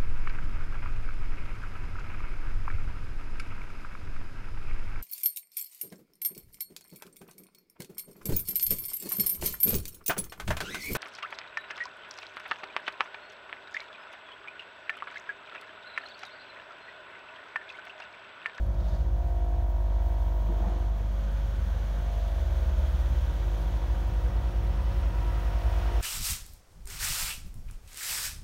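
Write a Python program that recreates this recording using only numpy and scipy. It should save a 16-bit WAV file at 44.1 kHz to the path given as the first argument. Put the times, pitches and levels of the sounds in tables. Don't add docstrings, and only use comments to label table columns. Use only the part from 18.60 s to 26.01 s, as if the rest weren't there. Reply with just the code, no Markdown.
import sys
import numpy as np
from scipy import signal
from scipy.fft import rfft, irfft, next_fast_len
from scipy.io import wavfile

SR = 44100
rng = np.random.default_rng(int(sys.argv[2]) if len(sys.argv) > 2 else 0)


def boost(x):
    u = np.asarray(x, float) / 20
    return 10 ** u


def dump(signal):
    limited = np.clip(np.atleast_2d(signal).T, -1, 1)
    pcm = np.round(limited * 32767).astype(np.int16)
    wavfile.write(sys.argv[1], SR, pcm)


N = 326781
TIME = np.arange(N) / SR

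# time in seconds, firing rate in Hz, level in dB.
ENGINE = [(0, 61.1, -35), (.3, 63.79, -32.5), (.76, 68.04, -30.5), (1.1, 68.98, -33.5), (1.8, 69.65, -35),
          (2.0, 70.63, -40.5), (2.2, 71.22, -33.5), (2.7, 70.14, -45), (3.1, 72.14, -34.5),
          (3.55, 71.82, -41.5), (3.85, 69.66, -29), (4.25, 68.41, -27.5), (4.62, 67.28, -29),
          (4.9, 65.82, -40), (5.2, 62.72, -31), (5.5, 61.8, -38.5), (5.75, 58.9, -30), (6.0, 59.83, -36),
          (6.35, 60.68, -31.5), (6.7, 59.76, -37.5), (7.0, 60.55, -31), (7.41, 59.16, -31)]
# time in seconds, firing rate in Hz, level in dB.
OTHER_ENGINE = [(5.3, 62.5, -60), (5.55, 66.7, -35), (5.8, 63.9, -46), (6.0, 67.6, -33), (6.2, 69.35, -41),
                (6.45, 74.7, -32.5), (6.62, 72.3, -47), (6.8, 70.3, -36), (6.92, 65.9, -48),
                (7.1, 68.9, -34), (7.41, 69.5, -45)]
# frequency in Hz, density in dB per Hz.
RUMBLE_COLOUR = [(25, -56), (42, -12.5), (71, -6.5), (82, -16.5), (102, -13.5), (150, -23.5), (200, -26.5),
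                 (214, -39.5), (247, -50.5), (352, -32.5), (406, -44), (500, -53), (650, -54), (1100, -120)]
# start in seconds, length in seconds, level in dB.
SWELLS = [
    (.1, 0.45, -37),
    (4.4, 0.9, -34.5),
    (5.75, 0.27, -31),
    (6.45, 0.29, -30),
]

MAINS_HZ = 50.05
# time in seconds, level in dB.
HUM = [(0.1, -28.5), (0.7, -27), (1.3, -25.5), (1.9, -25.5), (2.5, -28), (3.1, -28), (3.7, -27.5),
       (4.3, -28), (4.9, -27), (5.5, -28), (6.1, -27.5), (6.7, -28), (7.3, -27)]
# multiple, resonance 0-5, level in dB within it, share of the lean.
HARMONICS = [(6, 0, -5, 0), (7, 0, -2, 0), (5, 3, -9, 0), (10, 5, -6, 0), (15, 5, -7, 0), (9, 0, -18, 0),
             (4, 4, -3, 0), (11, 1, -4, 0), (12, 2, -10, -.55), (13, 2, -4, -.4), (14, 2, -4, .4),
             (16, 2, -14, 0), (18, 3, -5, 0), (19, 3, -2, 0), (20, 3, -11, 0), (21, 3, -13, 0),
             (22, 3, -11, 0)]
JOLT_S = [.0054, .0085, .0077, .0048, .0082, .0077]
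# time in seconds, load in dB, panel rattle in dB, panel lean low to high in dB.
PUMP_LOAD = [(0, 1.5, -2.5, -6), (.35, -0.5, 4.5, -9), (.5, 3.5, -5, 0), (.6, 0, 7.5, 8), (1.0, 4.5, 7, 7),
             (1.2, -1, 5.5, -3), (1.5, 2.5, 6.5, 4), (1.85, -1, 5.5, -5), (2.05, 2.5, 10, 2),
             (2.22, 5.5, 1, 10), (2.33, -6, 5, -2), (2.55, -6, -2, -9), (3.2, -9, 0.5, 4),
             (3.45, -8, 6.5, 3), (3.62, -8, 10, 1), (3.8, -2.5, 7, -7), (4.0, -1, 1, -7),
             (4.25, -1.5, -0.5, -11), (4.5, 1, -7.5, -18), (5.0, 3, -0.5, 1), (5.8, 1.5, 0, 5),
             (6.5, 1, -1.5, 4), (7.1, 4, 7, 6), (7.41, 4.5, 6, 5)]
# level in dB, share of the load, share of the rattle.
CASING = [
    (-52, 0.84, 0.042),
    (-52, 0.24, 0.94),
]
# time in seconds, base in dB, bracket in dB, grille in dB.
PARTS = [(0, -46, -48.5, -59), (.65, -59, -50, -56), (.85, -60, -62, -54.5), (1.2, -54, -52, -52.5),
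         (1.85, -53.5, -52.5, -51), (2.05, -51, -58, -54.5), (2.45, -49, -53, -61), (2.65, -47.5, -49, -70),
         (3.05, -52, -50.5, -69), (3.4, -50.5, -52, -59), (3.9, -49, -50.5, -73), (4.6, -55, -49.5, -58),
         (5.0, -54.5, -51, -57), (5.9, -48.5, -48.5, -55), (6.3, -49, -47, -56), (6.7, -53, -51, -57),
         (6.9, -47.5, -47, -54), (7.41, -60, -69, -51)]
# time in seconds, peak in dB.
ARMATURE_TICKS = [(0.1818, -75), (0.2037, -73), (0.2835, -71), (0.4038, -72), (0.5604, -67), (0.7195, -69),
                  (1.0194, -70), (1.0628, -67), (1.1191, -70), (1.3192, -68), (1.3636, -71), (1.401, -70),
                  (1.4594, -66), (1.4798, -66), (1.5397, -68), (1.5801, -67), (1.6389, -67), (1.6789, -69),
                  (1.6988, -69), (1.7188, -70), (1.7407, -64), (1.818, -64), (1.8604, -69), (1.8809, -69),
                  (1.9183, -67), (1.9807, -67), (2.0625, -66), (2.0994, -68), (2.1204, -67), (2.2181, -70)]

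# time in seconds, peak in dB, pitch in Hz.
CREAKS = [
    (0.1457, -46, 2860),
    (0.206, -42, 2700),
    (0.285, -43, 2860),
    (0.2914, -46, 2080),
    (0.3476, -38, 2920),
    (0.4064, -45, 2460),
]
# time in
# seconds, pitch in Hz, width in Hz (0 for a pure note), length in seconds, level in dB.
PUFFS = [(1.9, 175, 0, .02, -42), (1.903, 340, 0, .022, -43), (1.92, 460, 0, .015, -51),
         (1.904, 255, 0, .008, -44), (2.078, 185, 0, .014, -39), (1.865, 175, 0, .015, -48),
         (1.95, 365, 0, .015, -50), (2.03, 190, 0, .025, -46), (2.0, 325, 0, .025, -48),
         (2.12, 310, 80, .04, -52), (2.045, 850, 350, .05, -49), (2.16, 175, 0, .02, -48),
         (1.5, 62, 0, .17, -41), (2.4, 88, 0, .12, -49), (3.4, 86, 0, .12, -47), (2.9, 250.25, 0, .5, -64),
         (3.3, 175, 0, .06, -52), (4.35, 175, 0, .06, -52), (4.5, 135, 0, .08, -49),
         (4.2, 620, 0, .09, -57), (5.65, 480, 25, .07, -55), (6.94, 1480, 0, .02, -56),
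         (.3, 3700, 150, .16, -72), (.33, 1650, 300, .03, -64), (.3, 142, 50, .17, -45),
         (2.75, 143, 0, .14, -47), (3.05, 188, 0, .06, -50), (3.42, 143, 0, .12, -47),
         (5.1, 190, 0, .1, -50), (5.39, 545, 0, .04, -52), (7.33, 410, 40, .05, -52),
         (6.64, 964, 0, .125, -52), (6.88, 965, 0, .04, -58), (2.08, 1600, 900, .04, -63),
         (3.05, 1550, 400, .5, -64), (3.05, 106, 0, .1, -46), (2.1, 720, 200, .06, -53),
         (.31, 3400, 3500, .14, -65), (.065, 12500, 3000, .003, -69), (6.7, 1320, 0, .12, -59)]
# pitch in Hz, width in Hz, level in dB.
WHISTLES = [(8550, 150, -12), (11000, 200, -14), (12670, 150, -14), (14080, 260, -6), (15450, 450, -6)]
# start in seconds, length in seconds, top whistle in dB, lower whistles in dB.
VALVE_SPELLS = [
    (0, .55, -82, -95),
    (.55, 0.4, -79, -89),
    (.97, .2, -75, -80),
    (1.22, .1, -82, -90),
    (1.37, .2, -72, -77),
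    (1.58, .24, -73, -75),
    (1.82, 0.1, -78, -76),
    (1.92, .14, -78, -84),
]
# start in seconds, length in seconds, level in dB.
NOZZLE_SPELLS = [
    (5.12, 0.19, -57),
    (6.12, 0.23, -57),
    (7.0, 0.17, -52.5),
    (7.32, 0.09, -54),
]
# start in seconds, length in seconds, level in dB.
EDGE_SPELLS = [
    (5.27, .38, -81),
    (5.7, 1.0, -80),
    (6.7, .8, -77),
]

# time in seconds, flow in dB.
FLOW = [(0, -4.5), (.55, -4), (1.2, -4), (1.6, -1.5), (1.9, -2.5), (2.3, -1.5), (2.8, 1), (3.55, 2.5),
        (4.0, 3), (4.5, 3.5), (5.2, 3), (5.8, 1.5), (6.2, 1.5), (6.6, 3), (7.1, 5), (7.41, 6.5)]
# time in seconds, length in seconds, rise in dB.
FLARES = [
    (0.3, 0.093, 5.5),
    (2.06, 0.18, 6),
]
# level in dB, share of the flow, share of a flare, gain when blue in dB,
# gain with full air in dB.
LAYERS = [
    (-53, 0.45, 0.71, 2.5, 1),
    (-54.5, 0.98, 0.52, -1, 2.5),
    (-60, 1, 0.43, 0.78, 0.04),
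    (-66, 0.96, 0.22, -0.43, 0.2),
]
# frequency in Hz, density in dB per Hz.
LOW_ROAR = [(150, -9), (225, -11), (270, -10), (349, -16), (411, -12), (546, -9), (832, -14), (1100, -15),
            (1430, -21.5), (2420, -120)]
# frequency in Hz, density in dB per Hz.
ROAR = [(530, -54), (900, 2.5), (921, 4), (1000, 2), (1100, -6), (1490, 0), (1970, -7), (2090, -14.5),
        (2270, -12), (2700, -22), (3510, -50), (5940, -120)]
# frequency in Hz, density in dB per Hz.
LEAN_ROAR = [(530, -52), (900, -11), (925, 1), (973, -4), (1090, -10.5), (1350, -5.5), (1600, -9.5),
             (1950, -10.5), (2150, -20), (2700, -16), (3510, -26), (5940, -120)]
# frequency in Hz, density in dB per Hz.
HISS = [(1410, -19), (2400, -1.5), (2710, -3), (3310, 1), (4190, -6), (4960, -11.5), (6250, -7.5),
        (7800, -17.5), (10100, -56), (17200, -120)]
# frequency in Hz, density in dB per Hz.
LEAN_HISS = [(1410, -23), (2400, -2), (2770, -4.5), (3000, -1.5), (3560, -4), (4860, -11), (5420, -8.5),
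             (7800, -19), (10100, -27), (17200, -120)]
# frequency in Hz, density in dB per Hz.
JET = [(4290, 2), (7300, -4.5), (7770, -3), (9650, -2), (10400, -2.5), (15100, -2.5), (16000, -0.5)]
# delay in seconds, level in dB.
ECHOES = [(.0083, -27), (.0131, -27), (.0197, -28)]
# frequency in Hz, width
# in Hz, gain at the centre in dB.
PORT_RESONANCES = [(2100, 330, 2.5), (4950, 230, -1.5), (7720, 630, -4), (10400, 630, -5.5)]


def in_time(rows):
    s, *columns = np.transpose(rows)
    return [np.interp(TIME, s, column) for column in columns]


def rms_one(x):
    return x / np.sqrt(np.mean(x ** 2) + 1e-20)


def drift(rate):
    r = np.exp(-80 * np.pi * rate / SR)
    noise = rng.standard_normal(N // 40 + 2002)
    slow = signal.lfilter([1], [1, -2 * r, r * r], noise)[2000:]
    return np.interp(np.arange(N) / 40, np.arange(len(slow)), rms_one(slow))


def spells(rows, fade_s, column=2):
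    gain = np.zeros(N)
    for row in rows:
        start, length = row[:2]
        inside = np.minimum(TIME - start, start + length - TIME)
        gain += boost(row[column]) * np.clip(inside / fade_s + .5, 0, 1)
    return gain


def coloured(spectrum, flicker_db, rate, grain_db=0):
    hz, level_db = np.transpose(spectrum)
    size = next_fast_len(N)
    grid = np.arange(size // 2 + 1) * SR / size + 1e-3
    colour = boost(np.interp(np.log(grid), np.log(hz), level_db, -120, -120))
    shaped = rfft(rng.standard_normal(size)) * colour
    place = np.clip(2 * np.log(grid / hz[0]) / np.log(hz[-1] / hz[0]), 0, 2)
    together = drift(rate)
    out = np.zeros(N)
    for k in range(3):
        band = irfft(shaped * np.clip(1 - abs(place - k), 0, 1), size)[:N]
        out += band * boost(flicker_db * (together + drift(2 * rate)) + grain_db * drift(69))
    return rms_one(out)


def resonance(x, hz, width_hz):
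    r = np.exp(-np.pi * width_hz / SR)
    poles = [1, -2 * r * np.cos(2 * np.pi * hz / SR), r * r]
    return signal.lfilter(np.array([1, 0, -1]) * (1 - r * r) / 2, poles, x)


def twice_resonant(x, hz, width_hz):
    return resonance(resonance(x, hz, width_hz), hz, width_hz)


def tone(hz, level_db, wobble=0.):
    phase = 2 * np.pi * np.cumsum(hz + 0 * TIME) / SR
    return np.sqrt(2) * boost(level_db) * np.cos(phase + wobble)


def street():
    hz, level_db = in_time(ENGINE)
    other_hz, other_db = in_time(OTHER_ENGINE)
    engines = tone(hz, level_db, .35) + tone(other_hz, other_db, .1 * drift(3.1))
    near = np.clip((TIME - 5.0) / 1.7, .03, 1)
    engines += near * tone(90.15, -40 + 1.2 * drift(3.1), 2.44 + .2 * drift(3.1))
    rumble_gain = np.hypot(boost(-37.5), spells(SWELLS, 1.0))
    rumble = rumble_gain * coloured(RUMBLE_COLOUR, flicker_db=0.53, rate=2.7)
    return engines + signal.sosfilt(signal.butter(6, 46, "high", fs=SR, output="sos"), rumble)


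def pump():
    out = tone(MAINS_HZ, in_time(HUM)[0] + .3 * drift(3.8), 1.9)
    out += tone(2 * MAINS_HZ, -46 + .6 * drift(3.0), -2.3 + .2 * drift(3.0))
    load_db, rattle_db, lean_db = in_time(PUMP_LOAD)
    base_db, bracket_db, grille_db = in_time(PARTS)
    shell_db, panel_db = [db + loaded * load_db + rattled * rattle_db for db, loaded, rattled in CASING]
    resonances_db = [shell_db, bracket_db, panel_db, grille_db, base_db, shell_db]
    wander = [.2 * drift(1.2) for _ in resonances_db]
    buzz_db = -1
    for multiple, group, within_db, lean_share in HARMONICS:
        hz = multiple * MAINS_HZ
        level_db = resonances_db[group] + within_db + lean_share * lean_db + buzz_db + .7 * drift(2.0)
        out += tone(hz, level_db, -2 * np.pi * hz * JOLT_S[group] + wander[group])
    return out


def armature():
    s, peak_db = np.transpose(ARMATURE_TICKS)
    clicks = np.full(N, 1e-18)
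    clicks[(s * SR).astype(int)] = boost(peak_db - 3.0)
    rung = twice_resonant(clicks, 11980, 150)
    return rung * clicks.max() / abs(rung).max()


def puffs():
    out = np.zeros(N)
    for s, hz, width_hz, length, level_db in PUFFS:
        near = abs(TIME - s) < 4 * length
        swell = np.exp(-((TIME[near] - s) / length) ** 2)
        if width_hz:
            body = twice_resonant(rng.standard_normal(len(swell)), hz, width_hz)
        else:
            body = np.cos(2 * np.pi * hz * TIME[near])
        puff = swell * body
        out[near] += boost(level_db + 2) * puff * np.sqrt(np.sum(swell ** 2) / np.sum(puff ** 2))
    return out


def creaks():
    out = np.zeros(N)
    after = np.arange(2000) / SR
    for s, peak_db, hz in CREAKS:
        rasp = rng.standard_normal(2000) * np.exp(-after / .01) * (1 - np.exp(-after / .002))
        rasp = twice_resonant(resonance(rasp, hz, 3000), 4300, 4000)
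        start = round((s - .004) * SR)
        out[start:start + 2000] += boost(peak_db - 10.5) * rasp / abs(rasp).max()
    return out


def whistles():
    air = rng.standard_normal(N)
    *lower, top = [boost(db) * twice_resonant(air, hz, width_hz) for hz, width_hz, db in WHISTLES]
    valve = spells(VALVE_SPELLS, .08) * rms_one(top)
    valve += spells(VALVE_SPELLS, .08, column=3) * rms_one(sum(lower))
    out = boost(2.2 * drift(25) + 1.5 * drift(6)) * valve
    out += spells(EDGE_SPELLS, .05) * rms_one(twice_resonant(air, 15600, 250))
    return out + spells(NOZZLE_SPELLS, 0.21) * rms_one(twice_resonant(air, 1002.6, 25))


def workshop(x):
    hand_delay = .0029 + .00003 * drift(0.32)
    out = x - boost(-21) * np.interp(TIME - hand_delay, TIME, x)
    for delay, level_db in ECHOES:
        lag = round(delay * SR)
        out[lag:] += boost(level_db) * x[:-lag]
    return out * np.sqrt(np.mean(x ** 2) / np.mean(out ** 2))


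def flame():
    flow_db, = in_time(FLOW)
    flare_db = sum(db * np.exp(-((TIME - s) / length) ** 2) for s, length, db in FLARES)
    blue = np.clip((TIME - 1.68) / 0.19, 0, 1)
    air = np.clip((TIME - 5.14) / 0.97, 0, 1)
    gains = []
    for level_db, flow_share, flare_share, blue_db, air_db in LAYERS:
        driven_db = flow_share * flow_db + flare_share * flare_db
        gains.append(boost(level_db + driven_db + blue_db * blue + air_db * air))
    low_gain, roar_gain, hiss_gain, jet_gain = gains
    soft, lean = np.sqrt(1 - air), np.sqrt(air)
    roar = soft * coloured(ROAR, 0.4, 7.8) + lean * coloured(LEAN_ROAR, 0.31, 3.8)
    hiss = soft * coloured(HISS, 0.33, 8.1, grain_db=0.65)
    hiss += lean * coloured(LEAN_HISS, 0.41, 5.8, grain_db=0.7)
    out = low_gain * coloured(LOW_ROAR, flicker_db=0.55, rate=7.3)
    out += roar_gain * roar + hiss_gain * hiss
    return out + jet_gain * coloured(JET, flicker_db=0.64, rate=13.0, grain_db=0.5)


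def scene():
    background = street() + pump() + armature()
    torch = puffs() + creaks() + whistles() + workshop(flame())
    return (background + torch)[None]


def roll_off(x):
    return signal.sosfilt(signal.butter(12, 16430, fs=SR, output="sos"), x)


def record(dry):
    x = dry * np.clip(TIME / .0005, 0, 1)
    for hz, width_hz, depth_db in PORT_RESONANCES:
        x = x - (1 - boost(depth_db)) * resonance(x, hz, width_hz)
    x = signal.sosfilt(signal.ellip(14, .3, 50, 15720, fs=SR, output="sos"), x)
    return roll_off(x)


dry = scene()
out = record(dry)
dump(out)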